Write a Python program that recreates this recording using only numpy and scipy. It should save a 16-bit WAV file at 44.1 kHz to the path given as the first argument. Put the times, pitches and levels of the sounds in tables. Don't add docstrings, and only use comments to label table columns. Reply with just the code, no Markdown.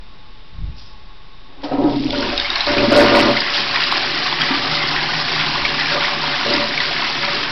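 import sys
import numpy as np
from scipy import signal
from scipy.fft import rfft, irfft, next_fast_len
from scipy.io import wavfile
from scipy.ndimage import map_coordinates

SR = 44100
rng = np.random.default_rng(int(sys.argv[2]) if len(sys.argv) > 2 else 0)


def transcribe(signal):
    frames = np.atleast_2d(signal).T
    limited = np.clip(frames, -1, 1)
    pcm = np.round(limited * 32767).astype(np.int16)
    wavfile.write(sys.argv[1], SR, pcm)


N = 331191
TIME = np.arange(N) / SR

# t/s, length/s, rumble/dB, hollow ring/dB
AIR_BURPS = [(2.125, 0.19, -26.5, -25.5), (2.665, 0.047, -20, -19.5), (2.76, 0.091, -19.5, -21.5),
             (2.915, .29, -13.5, -13), (3.22, 0.061, -16.5, -14.5), (5.91, 0.061, -30.5, -24),
             (6.08, 0.028, -49, -33), (6.455, 0.1, -23, -24), (6.59, 0.02, -39, -23),
             (7.27, 0.06, -39, -28)]
BURP_ATTACK_S, BURP_RELEASE_S = 0.0075, 0.065
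JETS_S = 2.12


def amp(db):
    return 10 ** (np.asarray(db) / 20)


def unit(x):
    return x / np.sqrt(np.mean(x ** 2) + 1e-20)


def along(points, hz):
    f, values = np.transpose(points)
    return np.interp(np.log(hz + 1), np.log(f + 1), values)


def wobble(rate):
    return map_coordinates(rng.standard_normal(2048), [TIME * rate], mode="wrap")


def noise():
    return rng.standard_normal(N)


def filtered(x, response):
    size = next_fast_len(N + SR // 2)
    return irfft(rfft(x, size) * response(np.fft.rfftfreq(size, 1 / SR)), size)[:N]


def coloured(x, spectrum):
    return unit(filtered(x, lambda f: amp(along(spectrum, f))))


def resonate(x, modes):
    def peak(f, hz, width):
        return 1j * f * width / (hz * hz - f * f + 1j * f * width)

    def response(f):
        return sum(amp(db) * peak(f, hz, width) * peak(f, hz, 6 * width) for hz, width, db in modes)
    return unit(filtered(x, response))


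def add(track, start, sound):
    part = track[int(start * SR):][:len(sound)]
    part += sound[:len(part)]


def swell(middle, half_length):
    return np.exp(-((TIME - middle) / half_length) ** 2)


def burst(start, length, attack, release):
    return np.clip((TIME - start) / attack, 0, 1) * np.exp(-np.maximum(TIME - start - length, 0) / release)


def bursts_of(rows, attack, release):
    gains = [amp(dbs)[:, None] * burst(start, length, attack, release) for start, length, *dbs in rows]
    return np.max(gains, axis=0)


def bubbles(count, low_hz, high_hz, cycles, spread_db, rise, samples):
    when, pitch, life, strength = rng.random((count, 4)).T[:, :, None]
    hz = low_hz * (high_hz / low_hz) ** pitch
    age = hz * np.arange(samples) / SR
    fade = age / (cycles * (.5 + life))
    glide = 1 + rise * np.minimum(fade, 4) / 2
    ring = np.sin(2 * np.pi * age * glide) * np.exp(-fade) * (1 - np.exp(-2 * age))
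    ring *= amp(-spread_db * np.log(0.047 + strength)) * np.sqrt(hz) * np.linspace(1, 0, samples)
    positions = (when * N).astype(int) + np.arange(samples)
    return unit(np.bincount(positions.ravel(), ring.ravel(), N)[:N])


def bathroom(x, wet_db):
    # f/Hz, t60/s
    decay_times = [(150, 1), (1000, 0.9), (5000, 1)]
    out = x.copy()
    for start in range(0, N, SR // 2):
        hz, t, spectra = signal.stft(rng.standard_normal(SR // 2), SR, nperseg=256)
        decay = amp(-60 * t / along(decay_times, hz)[:, None])
        tail = signal.istft(spectra * decay, SR, nperseg=256)[1]
        reflections = signal.fftconvolve(x[start:start + SR // 2], tail / np.linalg.norm(tail))
        add(out, start / SR + .004, amp(wet_db) * reflections)
    return out / np.sqrt(1 + amp(wet_db) ** 2)


def room_tone():
    # f/Hz, level/dB
    hiss = [(50, -9.5), (100, 13.5), (190, 9.5), (300, 6.5), (600, 2), (1400, 1), (2800, 1), (4400, -2.5),
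            (5100, -2), (6500, -4.5)]
    # f/Hz, width/Hz, level/dB
    whine = [(858, 23, 1), (1095, 37, 2.5), (3670, 280, -7)]
    return amp(-45) * coloured(noise(), hiss) + amp(-51.5) * resonate(noise(), whine)


def microphone_wind():
    # middle t/s, half length/s, level/dB
    moves = [(.05, 0.36, -41.5), (.85, 0.35, -38.5), (2.25, 0.49, -32), (2.948, 0.29, -31),
             (4.98, .09, -35), (5.62, 0.12, -34)]
    # f/Hz, level/dB
    buffet_spectrum = [(10, -21.5), (25, 3), (45, -11.5), (80, -17), (160, -36.5), (400, -46), (1000, -100)]
    # f/Hz, level/dB
    puff_spectrum = [(10, -9.5), (28, -17), (48, -3.5), (80, -14), (140, -20), (260, -31.5), (450, -52),
                     (1000, -100)]
    still_air = amp(-46.5)
    airflow = np.sqrt(still_air ** 2 + sum((amp(db) * swell(t, half)) ** 2 for t, half, db in moves))
    puff = amp(-23) * swell(middle=0.653, half_length=0.085) * coloured(noise(), puff_spectrum)
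    return airflow * coloured(noise(), buffet_spectrum) + puff


def sleeve():
    brush = amp(-39.5) * burst(start=0.756, length=0.036, attack=.03, release=.1)
    friction = noise() * amp(1.5 * wobble(90))
    return brush * resonate(friction, [(3580, 900, -6), (5170, 1700, 3)])


def siphon():
    # t/s, length/s, boom/dB, gargle/dB
    shoves = [(1.48, 0.16, -45, -53), (1.628, 0.082, -35, -28), (1.708, 0.015, -21.5, -21),
              (1.78, 0.092, -19, -23.5), (1.995, .11, -23, -34.5)]
    # f/Hz, width/Hz, level/dB
    boom_modes = [(134, 11, -14), (222.5, 3.6, -12.5), (285, 15, -4.5), (310, 9.8, -10.5), (368, 45, -16.5)]
    # f/Hz, width/Hz, level/dB
    gargle_modes = [(484, 73, -11), (564, 117, 6.5), (710, 36, 4.5), (825, 6.8, 8), (937, 22, 2.5),
                    (934, 18, -11), (1270, 13, -1.5), (1600, 25, -36)]
    boom, gargle = bursts_of(shoves, attack=0.011, release=0.11)
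    slugs = amp(2.6 * wobble(55))
    pipe = amp(-1.5) * boom * resonate(slugs * noise(), boom_modes)
    throat = gargle * resonate(slugs * noise(), gargle_modes)
    return pipe + throat


def flow(start, rise):
    drain_db_per_s = 0.31
    age = np.maximum(TIME - start, 0)
    return (1 - np.exp(-age / rise)) * amp(-drain_db_per_s * age)


def water_levels():
    # t/s, length/s, splashing/dB, spray/dB
    waves = [(2.12, .18, -48, -31.5), (3.53, 0.077, -26, -19), (3.73, 0.25, -24.5, -27),
             (4.39, .07, -27.5, -31), (4.505, .05, -21, -29), (6.0, 0.15, -26, -28),
             (6.443, 0.18, -23.5, -26), (6.8, 0.048, -23, -30.5), (6.98, 0.045, -22, -33)]
    wave_splash, wave_spray = bursts_of(waves, attack=.008, release=0.018)
    burps = bursts_of(AIR_BURPS, BURP_ATTACK_S, BURP_RELEASE_S)[0]
    trickle = amp(-43.5) * flow(start=1.604, rise=.02)
    rim_spray = amp(-22.5) * flow(start=1.76, rise=0.82)
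    jets = amp(-22.5) * flow(start=JETS_S, rise=.33)
    splashing = np.linalg.norm([trickle, jets, amp(-7) * burps, wave_splash], axis=0)
    spray = np.linalg.norm([trickle, rim_spray, amp(-8.5) * burps, wave_spray], axis=0)
    return splashing, spray


def wash():
    # f/Hz, level/dB
    pool_spectrum = [(300, -41.5), (480, -20.5), (640, -8), (730, -3.5), (850, -6.5), (1070, -2.5),
                     (1300, -5), (1900, -2), (3200, -5), (5000, -6)]
    splashing, spray = water_levels()
    spurts = (rng.random(N) < 60 / SR) * rng.uniform(.4, 1, N)
    slosh = 1 + .36 * unit(signal.lfilter([1], [1, -np.exp(-1 / (.011 * SR))], spurts))
    pool = bubbles(5000, low_hz=653.7, high_hz=3255, cycles=11.8, spread_db=2.6, rise=0.068, samples=1000)
    drops = bubbles(9000, low_hz=1300, high_hz=6000, cycles=1.6, spread_db=4, rise=.03, samples=160)
    fizz = bubbles(5000, low_hz=2542, high_hz=6234, cycles=35, spread_db=4, rise=0.064, samples=500)
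    low_share = lambda f: 1 / (1 + (f / 2700) ** 6)
    body = pool + amp(-6) * drops + noise()
    body = filtered(body, lambda f: amp(along(pool_spectrum, f)) * np.sqrt(low_share(f)))
    mist = drops + amp(0.5) * fizz + amp(6) * noise()
    mist = filtered(mist, lambda f: np.sqrt((1 - low_share(f)) / (1 + (f / 6200) ** 12)))
    body = unit(body * slosh * amp(0.56 * wobble(25) + 0.61 * wobble(7)))
    mist = unit(mist * np.sqrt(slosh) * amp(.8 * wobble(30)))
    return bathroom(splashing * body + amp(1) * spray * mist, wet_db=-6)


def plunger():
    hit_s = 1.634
    spectrum = [(100, -36), (500, -13), (1200, 5), (2000, 3), (5500, 5), (9000, -43.5)]  # f/Hz, level/dB
    age = np.maximum(TIME - hit_s, 0)
    envelope = (1 - np.exp(-age / 0.004)) * np.exp(-age / 0.022)
    return amp(-26) * envelope * coloured(noise(), spectrum)


def gulps():
    # t/s, dry peak level/dB, f/Hz
    pockets = [(1.639, -21, 290), (1.731, -15.5, 286), (1.781, -9, 277), (1.822, -16, 343),
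               (1.842, -6.5, 309), (1.865, -13.5, 297), (1.911, -17, 264), (1.959, -12, 276),
               (1.996, -10.5, 284), (2.053, -11.5, 282), (2.093, -18.5, 300), (2.18, -16.5, 267),
               (2.877, -8.5, 244), (2.976, -16, 363), (4.504, -13.5, 269), (6.275, -20.5, 263)]
    out, t = np.zeros(N), np.arange(SR // 6) / SR
    envelope = (1 - np.exp(-t / 0.0037)) ** 2 * np.exp(-t / 0.014)
    envelope /= envelope.max()
    for start, db, hz in pockets:
        add(out, start, amp(db) * envelope * np.sin(2 * np.pi * hz * t * (1 + 0.29 * t)))
    return bathroom(out, wet_db=-7)


def patter():
    drops = bubbles(500, low_hz=1830, high_hz=5300, cycles=3, spread_db=4.5, rise=0.028, samples=300)
    return bathroom(amp(-31) * swell(middle=2.216, half_length=0.18) * drops, wet_db=-6.5)


def splashes():
    # t/s, dry peak level/dB, f/Hz, slap length/s
    blobs = [(2.105, -8, 3410, 0.0023), (2.226, -13.5, 1425, .008), (2.377, -3.5, 3690, 0.0029),
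             (2.3977, -4, 3550, 0.0027), (2.445, -11, 2100, 0.015), (2.501, -4.5, 3680, .003),
             (2.556, -7, 4240, .003), (2.605, -2.5, 3910, 0.0054), (2.666, -7.5, 4260, 0.0039),
             (2.779, -8, 2390, 0.014), (3.366, -5, 1990, 0.0073), (3.403, -8, 4800, 0.0045),
             (3.542, -11, 4080, 0.012), (3.757, -4.5, 1880, 0.0036), (3.923, -4, 1050, 0.0033),
             (4.325, -9, 960, 0.0074), (4.325, -10, 3370, 0.0037), (4.416, -2.5, 3170, 0.0027),
             (4.51, -9, 1540, 0.0081), (5.649, -4, 2190, 0.007), (5.857, -4.5, 2320, 0.0028),
             (6.008, -8.5, 2990, 0.0038), (6.535, -4.5, 4870, 0.0065), (6.776, -4, 2200, 0.0033),
             (6.802, -3, 1915, 0.0078)]
    out, t = np.zeros(N), np.arange(SR // 16) / SR
    for start, db, hz, length in blobs:
        ring = np.sin(2 * np.pi * hz * t * (1 + 3 * t)) * np.exp(-t / length)
        band = signal.butter(2, [hz / 1.3, min(hz * 2.9, 5600)], "band", fs=SR, output="sos")
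        slap = unit(signal.sosfilt(band, rng.standard_normal(len(t)))) * np.exp(-(t / length) ** 2)
        hit = (ring + .45 * slap) * (1 - np.exp(-t / .0004))
        add(out, start + 0.00099, amp(db) * hit / np.abs(hit).max())
    return bathroom(out, wet_db=-7)


def churn():
    # f/Hz, width/Hz, level/dB
    bowl_modes = [(75, 7.2, -8), (123.2, 6.4, -6.5), (222, 4.7, 1), (261.8, 10, 0), (288.7, 11.6, 2.5),
                  (323.6, 19, -0.5), (355.7, 21.8, 1), (384.6, 30, -6), (454, 17, -3.5)]
    # f/Hz, width/Hz, level/dB
    rim_modes = [(513.6, 18, -15), (577, 10.3, 0.5), (692, 11, -11.5), (739, 14, -16), (947, 41, -13),
                 (1054, 17, -16), (1203, 8.9, -10), (1438, 48, -16)]
    burp_rumble, burp_ring = bursts_of(AIR_BURPS, BURP_ATTACK_S, BURP_RELEASE_S)
    churning = 1 - np.exp(-np.maximum(TIME - JETS_S, 0) / 0.72)
    rumble = np.hypot(burp_rumble, amp(-33) * churning)
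    hollow = np.hypot(burp_ring, amp(-38) * churning)
    pops = bubbles(2400, low_hz=90.7, high_hz=1670, cycles=0.94, spread_db=3, rise=0.046, samples=1200)
    stir = pops + amp(9) * noise()
    return rumble * resonate(stir, bowl_modes) + amp(1) * hollow * resonate(stir, rim_modes)


def pipe_drone():
    # t/s, level/dB
    levels = [(3.4, -48), (3.95, -42.5), (4.35, -37), (5.3, -33.5), (5.65, -38), (7.5, -40)]
    # f/Hz, width/Hz, level/dB
    pipe_modes = [(117.4, 4.6, -9.5), (152.8, 10, 2)]
    envelope = amp(np.interp(TIME, *np.transpose(levels), left=-np.inf))
    return envelope * resonate(noise(), pipe_modes)


def scene():
    background = room_tone() + sleeve() + microphone_wind()
    plumbing = siphon() + plunger() + gulps() + churn() + pipe_drone()
    water = wash() + splashes() + patter()
    return (background + plumbing + water)[None]


def record(dry):
    # f/Hz, level/dB
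    response = [(5000, 0), (5400, -3.5), (5700, -10), (6000, -22), (6250, -38), (6600, -70), (7500, -100)]
    offset, ceiling, top_hz = -.023, .71, 15900
    narrow = filtered(dry[0], lambda f: amp(along(response, f)))
    clipped = np.clip(narrow + offset, -ceiling, ceiling)
    return filtered(clipped, lambda f: f < top_hz)[None]


dry = scene()
out = record(dry)
transcribe(out)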